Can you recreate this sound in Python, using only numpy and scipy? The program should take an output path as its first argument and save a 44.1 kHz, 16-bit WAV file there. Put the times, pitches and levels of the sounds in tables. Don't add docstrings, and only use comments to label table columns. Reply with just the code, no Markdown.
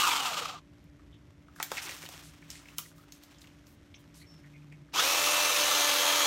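import sys
import numpy as np
from scipy import signal
from scipy.fft import rfft, irfft, next_fast_len
from scipy.io import wavfile
from scipy.ndimage import uniform_filter1d, map_coordinates

SR = 44100
rng = np.random.default_rng(int(sys.argv[2]) if len(sys.argv) > 2 else 0)


def store_wav(level_fs):
    pcm = np.round(np.clip(np.atleast_2d(level_fs), -1, 1) * 32767)
    wavfile.write(sys.argv[1], SR, pcm.T.astype(np.int16))


def how_loud(loudness_db):
    steps = np.asarray(loudness_db, float) / 20
    return 10 ** steps


N = 276066


def unit(x):
    return x / np.sqrt(np.mean(x ** 2) + 1e-20)


def along(points, hz):
    f, v = np.transpose(points)
    return np.interp(np.log(hz + 1), np.log(f + 1), v)


def curves(rows, off=None):
    s, *cols = np.transpose(rows)
    return [np.interp(np.arange(N) / SR, s, c, off, off) for c in cols]


def wobble(rate):
    return map_coordinates(rng.standard_normal(int(N * rate / SR) + 4), [np.arange(N) * rate / SR])


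def filtered(x, response):
    m = next_fast_len(N + SR // 2)
    return irfft(rfft(x, m) * response(np.fft.rfftfreq(m, 1 / SR)), m)[:N]


def split(x, hz):
    low = filtered(x, lambda f: 1 / (1 + (f / hz) ** 6))
    return unit(low), unit(x - low)


def band(x, hz, octaves):
    lo, hi = np.clip(hz * 2. ** (np.array([-.5, .5]) * octaves), 30, SR / 2.2)
    sos = signal.butter(3, [lo, hi], "bandpass", fs=SR, output="sos")
    return signal.sosfilt(sos, x) * np.sqrt(SR / 2 / (hi - lo))


def crackle(per_s, spread_db, share):
    size_db = spread_db * np.clip(rng.standard_normal(N), -2, 2)
    clicks = (rng.random(N) < per_s / SR) * how_loud(size_db) * rng.standard_normal(N)
    return np.sqrt(share) * unit(clicks) + np.sqrt(1 - share) * rng.standard_normal(N)


def fuzzy(phase, width_hz):
    return np.sin(phase + np.cumsum(rng.standard_normal(N)) * np.sqrt(2 * np.pi * width_hz / SR))


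def tipped(t):
    return 1 / (1 + np.exp((5.66 - t) / .05))


FREE_HZ = 296.3

# time in seconds, shaft speed in Hz.
COAST_DOWN = [(0, 198.3), (.13, 154.8), (.45, 85), (.62, 30)]


def speed():
    trigger_s, spin_up_s, sag_hz = 4.91, .058, 4.3
    t = np.arange(N) / SR
    spin_up = 1 - np.exp(-np.maximum(t - trigger_s, 0) / spin_up_s)
    return np.maximum(curves(COAST_DOWN)[0], FREE_HZ * spin_up - sag_hz * tipped(t))


RUN_DB = -25


def drive():
    stop_s, coast_db, fade_power = .61, -25, 1.044
    bite_s, bite_rise_s = 4.931, 0.023
    t = np.arange(N) / SR
    coast = how_loud(coast_db) * np.clip(1 - t / stop_s, 0, 1) ** fade_power
    run = how_loud(RUN_DB) * (1 - np.exp(-np.maximum(t - bite_s, 0) / bite_rise_s))
    return 20 * np.log10(coast + run + 1e-7)


# start pitch in Hz, end pitch in Hz, share of the slide made as it tips [0..1].
CASING_SLIDES = [(5450, 6880, .1), (3579, 3930, 0.22), (2670, 3240, 0.99), (1260, 1600, .3)]


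def sliding(x, width_hz):
    hz, t, z = signal.stft(x, SR, nperseg=512)
    tip = tipped(t)
    turned = np.interp(t, (4.9, 6.36), (0, 1))
    tracks = [a + (b - a) * (jump * tip + (1 - jump) * turned) for a, b, jump in CASING_SLIDES]
    lift = sum(np.exp(-((hz[:, None] - c) / width_hz) ** 2) for c in tracks)
    patches = uniform_filter1d(uniform_filter1d(rng.standard_normal(z.shape), size=4, axis=0), size=9, axis=1)
    lift_db = lift * np.interp(tip, (0, 1), (2, 4))
    return signal.istft(z * how_loud(1.3 * unit(patches) + lift_db), SR, nperseg=512)[1][:N]


# multiple of the shaft speed, level in dB, line width in Hz,
# dB gained per unit of slack, dB gained as the saw tips.
MOTOR_TONES = [(1, -53.5, 2.5, -66, 2), (2, -44, 2.3, -38, 1), (3, -55, 9.5, -19, 7.5),
               (4, -52.5, 16.2, -19, -9), (6, -49.5, 18.3, -20, 4), (7, -49, 15.96, -25, 2.5),
               (8, -46, 24.7, 3, 0), (9, -40.5, 15, -35, -6)]
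GEAR_MESH = [(14, -51, 35, -40, 5), (15, -52, 30, -40, 4)]
# multiple of the shaft speed,
# best shaft speed in Hz, Hz off it per root dB lost, level in dB, line width in Hz.
GEAR_WHINE = [(15, 208, 18, -28, 110), (6, 205, 34, -31.5, 60), (7, 190, 16, -32.5, 60),
              (21.3, 145, 9, -33, 110)]
# frequency in Hz, level in dB per Hz.
COASTING_COLOUR = [(150, -60), (250, -59), (443, -19), (500, -17), (708, -24), (772, -14), (1020, -14.5),
                   (1210, -3.5), (1710, -12), (2840, -2.5), (5030, -8.5), (7360, -9.5), (10600, -20.5),
                   (11600, -16.5), (15800, -23)]
# frequency in Hz, level in dB per Hz.
RUNNING_COLOUR = [(120, -60), (200, -36), (258, -40), (288, -12.5), (447, -9), (588, -8.5), (706, -5),
                  (1180, 1), (1580, -7.5), (3160, -1.5), (4990, -5.5), (6330, -3), (7890, -9.5),
                  (12900, -11.5), (15800, -16)]
# resonance in Hz, width in Hz, lift in dB.
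SHELL = [(1290, 360, 8.5), (2870, 430, 0), (875, 240, 9)]


def saw():
    shaft_hz, level_db = speed(), drive()
    shaft = 2 * np.pi * np.cumsum(shaft_hz) / SR
    gear = 6.85
    sprocket = shaft / gear
    coasting = np.arange(N) < N // 2
    slack = 1 - shaft_hz / 300
    beat_db = (0.6 + 0.73 * slack) * np.cos(sprocket - 1.3) + 0.99 * np.cos(2 * sprocket) + 0.94 * np.cos(shaft)

    clatter = crackle(6000, 2.3, 0.19) * how_loud((0.35 + 2.4 * slack) * wobble(70))
    shell_db = lambda f: sum(db * np.exp(-((f - c) / w) ** 2) for c, w, db in SHELL)
    slow = filtered(clatter, lambda f: how_loud(along(COASTING_COLOUR, f) + shell_db(f)))
    fast = sliding(filtered(clatter, lambda f: how_loud(along(RUNNING_COLOUR, f))), width_hz=260)
    body, fizz = np.where(coasting, split(slow, 7000), split(fast, 7000))
    fizz_db = np.where(coasting, -3.5, -6.5) + 1.13 * 20 * np.log10(shaft_hz / FREE_HZ)
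    chain = how_loud(beat_db) * body + how_loud(fizz_db + 0.99 * beat_db) * fizz

    tones, tip = np.zeros(N), tipped(np.arange(N) / SR)
    teeth = [(12 / gear, -51, 6, -30, 0), (16 / gear - .05, -56, 6, -30, 0)]
    for turns, db, width_hz, slack_db, tip_db in [*MOTOR_TONES, *GEAR_MESH, *teeth]:
        swell_db = slack_db * np.minimum(slack, .36) + tip_db * tip
        tone_db = db + 30.0 + swell_db + beat_db + 1.53 * wobble(14)
        tones += how_loud(tone_db) * fuzzy(turns * shaft, width_hz)

    change = np.clip(np.abs(np.gradient(shaft_hz)) * SR / np.where(coasting, 220, 800), 0, 1) ** 2
    over_db = level_db - RUN_DB
    change_db = np.where(coasting, over_db + 2.2 * beat_db, 4 * over_db + 2.5)
    whine = np.zeros(N)
    for turns, best_hz, off_hz, db, width_hz in GEAR_WHINE:
        gear_db = db - ((shaft_hz - best_hz) / off_hz) ** 2 + 2 * wobble(45)
        whine += how_loud(gear_db) * fuzzy(turns * shaft, width_hz)
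    return how_loud(level_db) * (0.72 * chain + tones) + change * how_loud(change_db) * whine


# pitch in Hz, level in dB.
COMPRESSOR = [(59.2, -67.5), (215.3, -94), (290.7, -64), (349.9, -78), (581.4, -78.5), (640.6, -82)]
# frequency in Hz, level in dB per Hz.
AIR_COLOUR = [(15, -40), (25, -3.5), (72, 2.5), (152, -0.5), (235, -2), (291, 2), (449, -10), (572, -11.5),
              (791, -23), (881, -28), (2090, -17.5), (4950, -50), (6490, -49), (11700, -38.5), (15800, -60)]
# time in seconds, level in dB.
TRAFFIC_SWELLS = [(0, -69), (.35, -64), (.7, -57.5), (2.4, -60.5), (2.85, -63), (3.9, -58.5), (4.4, -61),
                  (6.26, -67.5)]
# time in seconds, effort in dB.
DRONE_EFFORT = [(0, -25), (.35, 2.5), (1.2, -5), (1.6, 2), (3, 0), (3.3, -7.5), (4, 0.5)]


def neighbourhood():
    t = np.arange(N) / SR
    colour = lambda f: how_loud(along(AIR_COLOUR, f)) / (1 + (f / 13000) ** 16)
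    rumble, air = split(filtered(rng.standard_normal(N), colour), 170)
    traffic = how_loud(curves(TRAFFIC_SWELLS)[0] + 1.2 * wobble(5.06)) * rumble
    air = how_loud(-65.5 + 0.38 * wobble(3.2)) * air
    hum = np.zeros(N)
    for hz, db in COMPRESSOR:
        hum += 1.44 * how_loud(db + 1.63 * wobble(6)) * np.sin(2 * np.pi * hz * t + 0.52 * wobble(6.4))
    drone_hz, width_hz, drone_db = 157.9, 5.3, -63.5
    drone = unit(filtered(rng.standard_normal(N), lambda f: np.exp(-((f - drone_hz) / width_hz) ** 2 / 2)))
    moved_db = -7 * np.interp(t, (4.6, 5.8), (0, 1))
    return traffic + air + hum + how_loud(drone_db + curves(DRONE_EFFORT)[0] + moved_db) * drone


# start in
# seconds, length in seconds, level in dB, centre in Hz.
TWIG_SWEEPS = [(1.552, .05, -62, 6000), (1.604, .046, -49.5, 4000), (1.772, 0.029, -38, 2380),
               (1.822, .011, -47, 3500), (1.865, 0.027, -42, 1790), (1.915, 0.02, -43, 2000),
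               (2.228, 0.069, -54, 5260), (2.495, 0.1, -51.5, 4300), (2.76, 0.13, -55.5, 5700),
               (2.95, 0.085, -66.5, 8000), (3.113, 0.069, -62, 6000), (3.222, .045, -65, 4960),
               (3.404, .029, -61, 5000), (3.657, 0.088, -66.5, 7900), (3.986, .034, -68, 7000),
               (4.145, .079, -57.5, 5600), (4.922, 0.013, -58, 2500)]
# start in seconds,
# length in seconds, level in dB, centre in Hz.
NARROW_CREAKS = [(.41, 0.02, -40.5, 456), (1.124, 0.044, -65.5, 3300), (0.479, 0.081, -50.5, 766),
                 (0.543, 0.044, -48, 1140), (1.769, .02, -38, 2080), (1.844, 0.094, -56, 370),
                 (2.852, .011, -51.5, 1970), (2.98, 0.035, -60.5, 1240), (3.338, .05, -66, 3360),
                 (3.943, 0.028, -59, 5770), (3.953, .06, -69, 3300), (4.2, 0.03, -59.5, 4260),
                 (4.21, 0.041, -60.5, 2150), (4.434, 0.039, -61, 1930), (4.533, 0.042, -58.5, 2320),
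                 (4.616, .02, -70, 2410), (4.713, 0.037, -60, 2330)]


def swishes():
    out, ticks = np.zeros(N), crackle(1500, 1.9, 0.33)
    for rows, octaves in [(TWIG_SWEEPS, 2.24), (NARROW_CREAKS, 0.28)]:
        for s, length, db, hz in rows:
            start, u = round(s * SR), np.arange(round(2 * length * SR)) / (length * SR)
            shape = np.minimum(u / 0.16, 1) * how_loud(-5 * u - 41 * np.maximum(u - 1, 0))
            out[start:][:len(u)] += how_loud(db) * shape * band(ticks[start:][:len(u)], hz, octaves)
    return out


def twigs(level_db, count):
    s, pitch, size = rng.random((count, 3)).T
    hz, t = 1300 * 5.5 ** pitch[:, None], np.arange(600) / SR
    start = (s * (N - 1)).astype(int)
    gain = how_loud(level_db[start] - 4.4 * np.log(size + 0.028))
    grains = gain[:, None] * np.sin(2 * np.pi * hz * t) * np.exp(-t * hz / 2.3)
    return np.bincount((start[:, None] + np.arange(600)).ravel(), grains.ravel(), N)[:N]


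# time in seconds, strength in dB.
SHAKING = [(0.5, -71), (1.5, -73), (1.66, -58.5), (1.73, -48), (1.85, -45.5), (1.94, -49.5), (2.02, -50.5),
           (2.16, -53.5), (2.28, -60.5), (2.4, -64), (2.69, -60.5), (2.89, -70.5), (3.32, -64), (3.75, -70),
           (4.39, -67.5), (4.93, -72.5)]
# frequency in Hz, level in dB per Hz.
LEAF_COLOUR = [(590, -23), (1000, -6), (1450, -2.5), (1820, -0.5), (3250, 0), (4810, -5.5), (5520, -4),
               (10400, -17), (13400, -17), (15800, -21)]


def leaves():
    level_db, = curves(SHAKING, -120)
    fizz_db = -69 + 1.31 * (level_db + 62)
    scrape_db = -69 + 0.58 * (level_db + 60.5) - 60 * (level_db < -100)
    clumps_db = np.clip((level_db + 78) / 8, .8, 2.2) * wobble(70)
    ticks = crackle(900, 3, .38) * how_loud(clumps_db)
    body, fizz = split(filtered(ticks, lambda f: how_loud(along(LEAF_COLOUR, f))), 6400)
    scrape = unit(filtered(ticks, lambda f: np.exp(-(np.log(f / 800 + 1e-9) / 0.71) ** 2)))
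    rub = how_loud(level_db - 2.0) * body + how_loud(fizz_db) * fizz + how_loud(scrape_db) * scrape
    return twigs(level_db - 3.5, count=1600) + rub


def decaying(noise, shape, hz, octaves):
    burst = band(noise * shape, hz, octaves)
    return burst * np.linalg.norm(shape) / np.linalg.norm(burst)


# time in seconds, peak in dB, ring in Hz, crack in dB, thud in dB.
LIMB_HITS = [(1.483, -43, 1210, -18, -15), (1.5612, -41, 1340, -8, -23), (1.5867, -41, 1450, -12, -28),
             (1.5999, -22, 1080, -9, -15.5), (1.602, -26, 2000, -20, -30), (1.6276, -25.5, 1900, 7, -16),
             (1.717, -23, 1280, -1, -5), (1.7695, -27, 2450, -12, -24), (1.78, -23.5, 2100, -7.5, -16),
             (1.8924, -27, 2460, -5, -15), (2.036, -36.5, 2100, -11, -6.5), (2.061, -36, 3070, -3, -15),
             (2.089, -38.5, 5530, 5, -4), (2.1396, -40, 3100, -11, -5)]
# time in seconds, peak in
# dB, ring in Hz, crack in dB.
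TWIG_SNAPS = [(0.8412, -67, 1150, 8), (0.9948, -49.5, 1440, -18), (1.1407, -54, 3280, -8),
              (2.4233, -41.5, 1950, -20), (2.5026, -31, 5900, -0.5), (2.5541, -39.5, 2310, -3),
              (2.656, -41, 2220, -18), (2.6846, -38, 2280, -8), (2.7833, -25.5, 2780, 5.5),
              (2.786, -30.5, 1160, -20), (2.915, -50, 1250, -5), (2.9811, -52, 1240, 2),
              (3.036, -49, 1200, -13), (3.1221, -38.5, 5400, 0), (3.236, -45.5, 5200, 4),
              (3.345, -52, 3990, -6), (3.3842, -47, 5900, -8), (3.417, -41.5, 4270, -1.5),
              (3.4425, -45, 2380, -5), (3.472, -46, 2870, -4), (3.6685, -51, 5240, -4),
              (3.942, -38, 2830, -26), (4.1433, -48, 6260, -5), (4.443, -49, 1850, -16),
              (4.7242, -44, 2130, -10), (4.8866, -53, 1340, -18), (4.9335, -48, 1400, 0)]


def knocks():
    out, t = np.zeros(N + SR), np.arange(SR // 10) / SR
    burst = how_loud(-60 * t / .006) + 0.29 * how_loud(-60 * t / 0.061)
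    hits = [(*row, -5.5) for row in LIMB_HITS] + [(*row, -24.5, -2.5) for row in TWIG_SNAPS]
    for s, db, hz, crack_db, thud_db, top_db in hits:
        noise = rng.standard_normal((2, len(t)))
        ring = decaying(noise[1], how_loud(-60 * t / 0.024), hz, octaves=0.64)
        fizz_db = top_db + 0.71 * crack_db + 0.081 * (db + 31)
        crack = decaying(noise[0], burst, 4650, octaves=2.0)
        crack += how_loud(fizz_db) * decaying(noise[0], burst, 10900, octaves=0.98)
        thud = 2.3 * how_loud(thud_db) * decaying(noise[1], how_loud(-60 * t / 0.015), 520, octaves=1.9)
        out[round(s * SR):][:len(t)] += how_loud(db - 6.5) * (ring + 1.18 * how_loud(crack_db) * crack + thud)
    return out[:N]


# frequency in Hz, time to fall 60 dB in seconds.
YARD_DECAY = [(300, 0.27), (2000, 0.16), (6000, 0.23), (15000, 0.19)]


def yard(x):
    hz, t, z = signal.stft(rng.standard_normal(SR // 2), SR, nperseg=256)
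    tail = signal.istft(z * how_loud(-60 * t / along(YARD_DECAY, hz)[:, None]), SR, nperseg=256)[1]
    return signal.fftconvolve(np.pad(x, (200, 0)), tail / np.linalg.norm(tail))[:N]


def note(start, length, hz, db, flutter_db, rate, width_hz, edge_s, fade_db_s, droop_hz_s=0):
    t = np.arange(N) / SR - start
    edges = np.clip(np.minimum(t, length - t) / edge_s, 0, 1)
    shape = edges * how_loud(-fade_db_s * np.clip(t, 0, 1))
    phase = 2 * np.pi * t * (hz - droop_hz_s * np.clip(t, 0, length) / 2)
    return np.sqrt(2) * shape * how_loud(db + flutter_db * wobble(rate)) * fuzzy(phase, width_hz)


# start in seconds, length in seconds, pitch in Hz, level in dB.
BIRD_NOTES = [
    (2.06, .11, 5520, -65.5),
    (4.262, .135, 5450, -65),
]


def bird():
    return sum(note(*row, flutter_db=4.5, rate=180, width_hz=51, edge_s=0.0069, fade_db_s=80, droop_hz_s=870)
               for row in BIRD_NOTES)


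# start in seconds, length in seconds, pitch in Hz, level in dB.
FAR_HOOT = (4.42, .42, 146, -54.5)


def hoot():
    return note(*FAR_HOOT, flutter_db=-1.0, rate=25, width_hz=1.5, edge_s=0.011, fade_db_s=-4)


def scene():
    hits, birds = knocks(), bird()
    near = saw() + hits + leaves() + swishes()
    answer = how_loud(-7.0) * yard(hits) + how_loud(-3) * yard(birds)
    return (near + answer + birds + hoot() + neighbourhood())[None]


def masked(x, floor_db, rise_db):
    hz, _, z = signal.stft(x, SR, nperseg=1024)
    power = uniform_filter1d(uniform_filter1d(np.abs(z) ** 2, size=16, axis=0), size=3, axis=1)
    threshold_db = floor_db + rise_db * (hz - 12500) / 3000
    threshold = how_loud(2 * threshold_db) * (hz > 12500)
    return signal.istft(z * (power > threshold[:, None]), SR, nperseg=1024)[1][:N]


def low_pass(x):
    return signal.sosfilt(signal.butter(12, 16510, fs=SR, output="sos"), x)


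def record(dry):
    port_hz, width_hz, dip_db = 10470, 240, -4.5
    port = lambda f: how_loud(dip_db * np.exp(-((f - port_hz) / width_hz) ** 2))
    edges = lambda f: np.where(f < 15800, 1, .03) / (1 + (44 / (f + 1)) ** 4)
    heard = masked(filtered(dry[0], lambda f: port(f) * edges(f)), floor_db=-115, rise_db=10)
    return low_pass(heard[None])


dry = scene()
out = record(dry)
store_wav(out)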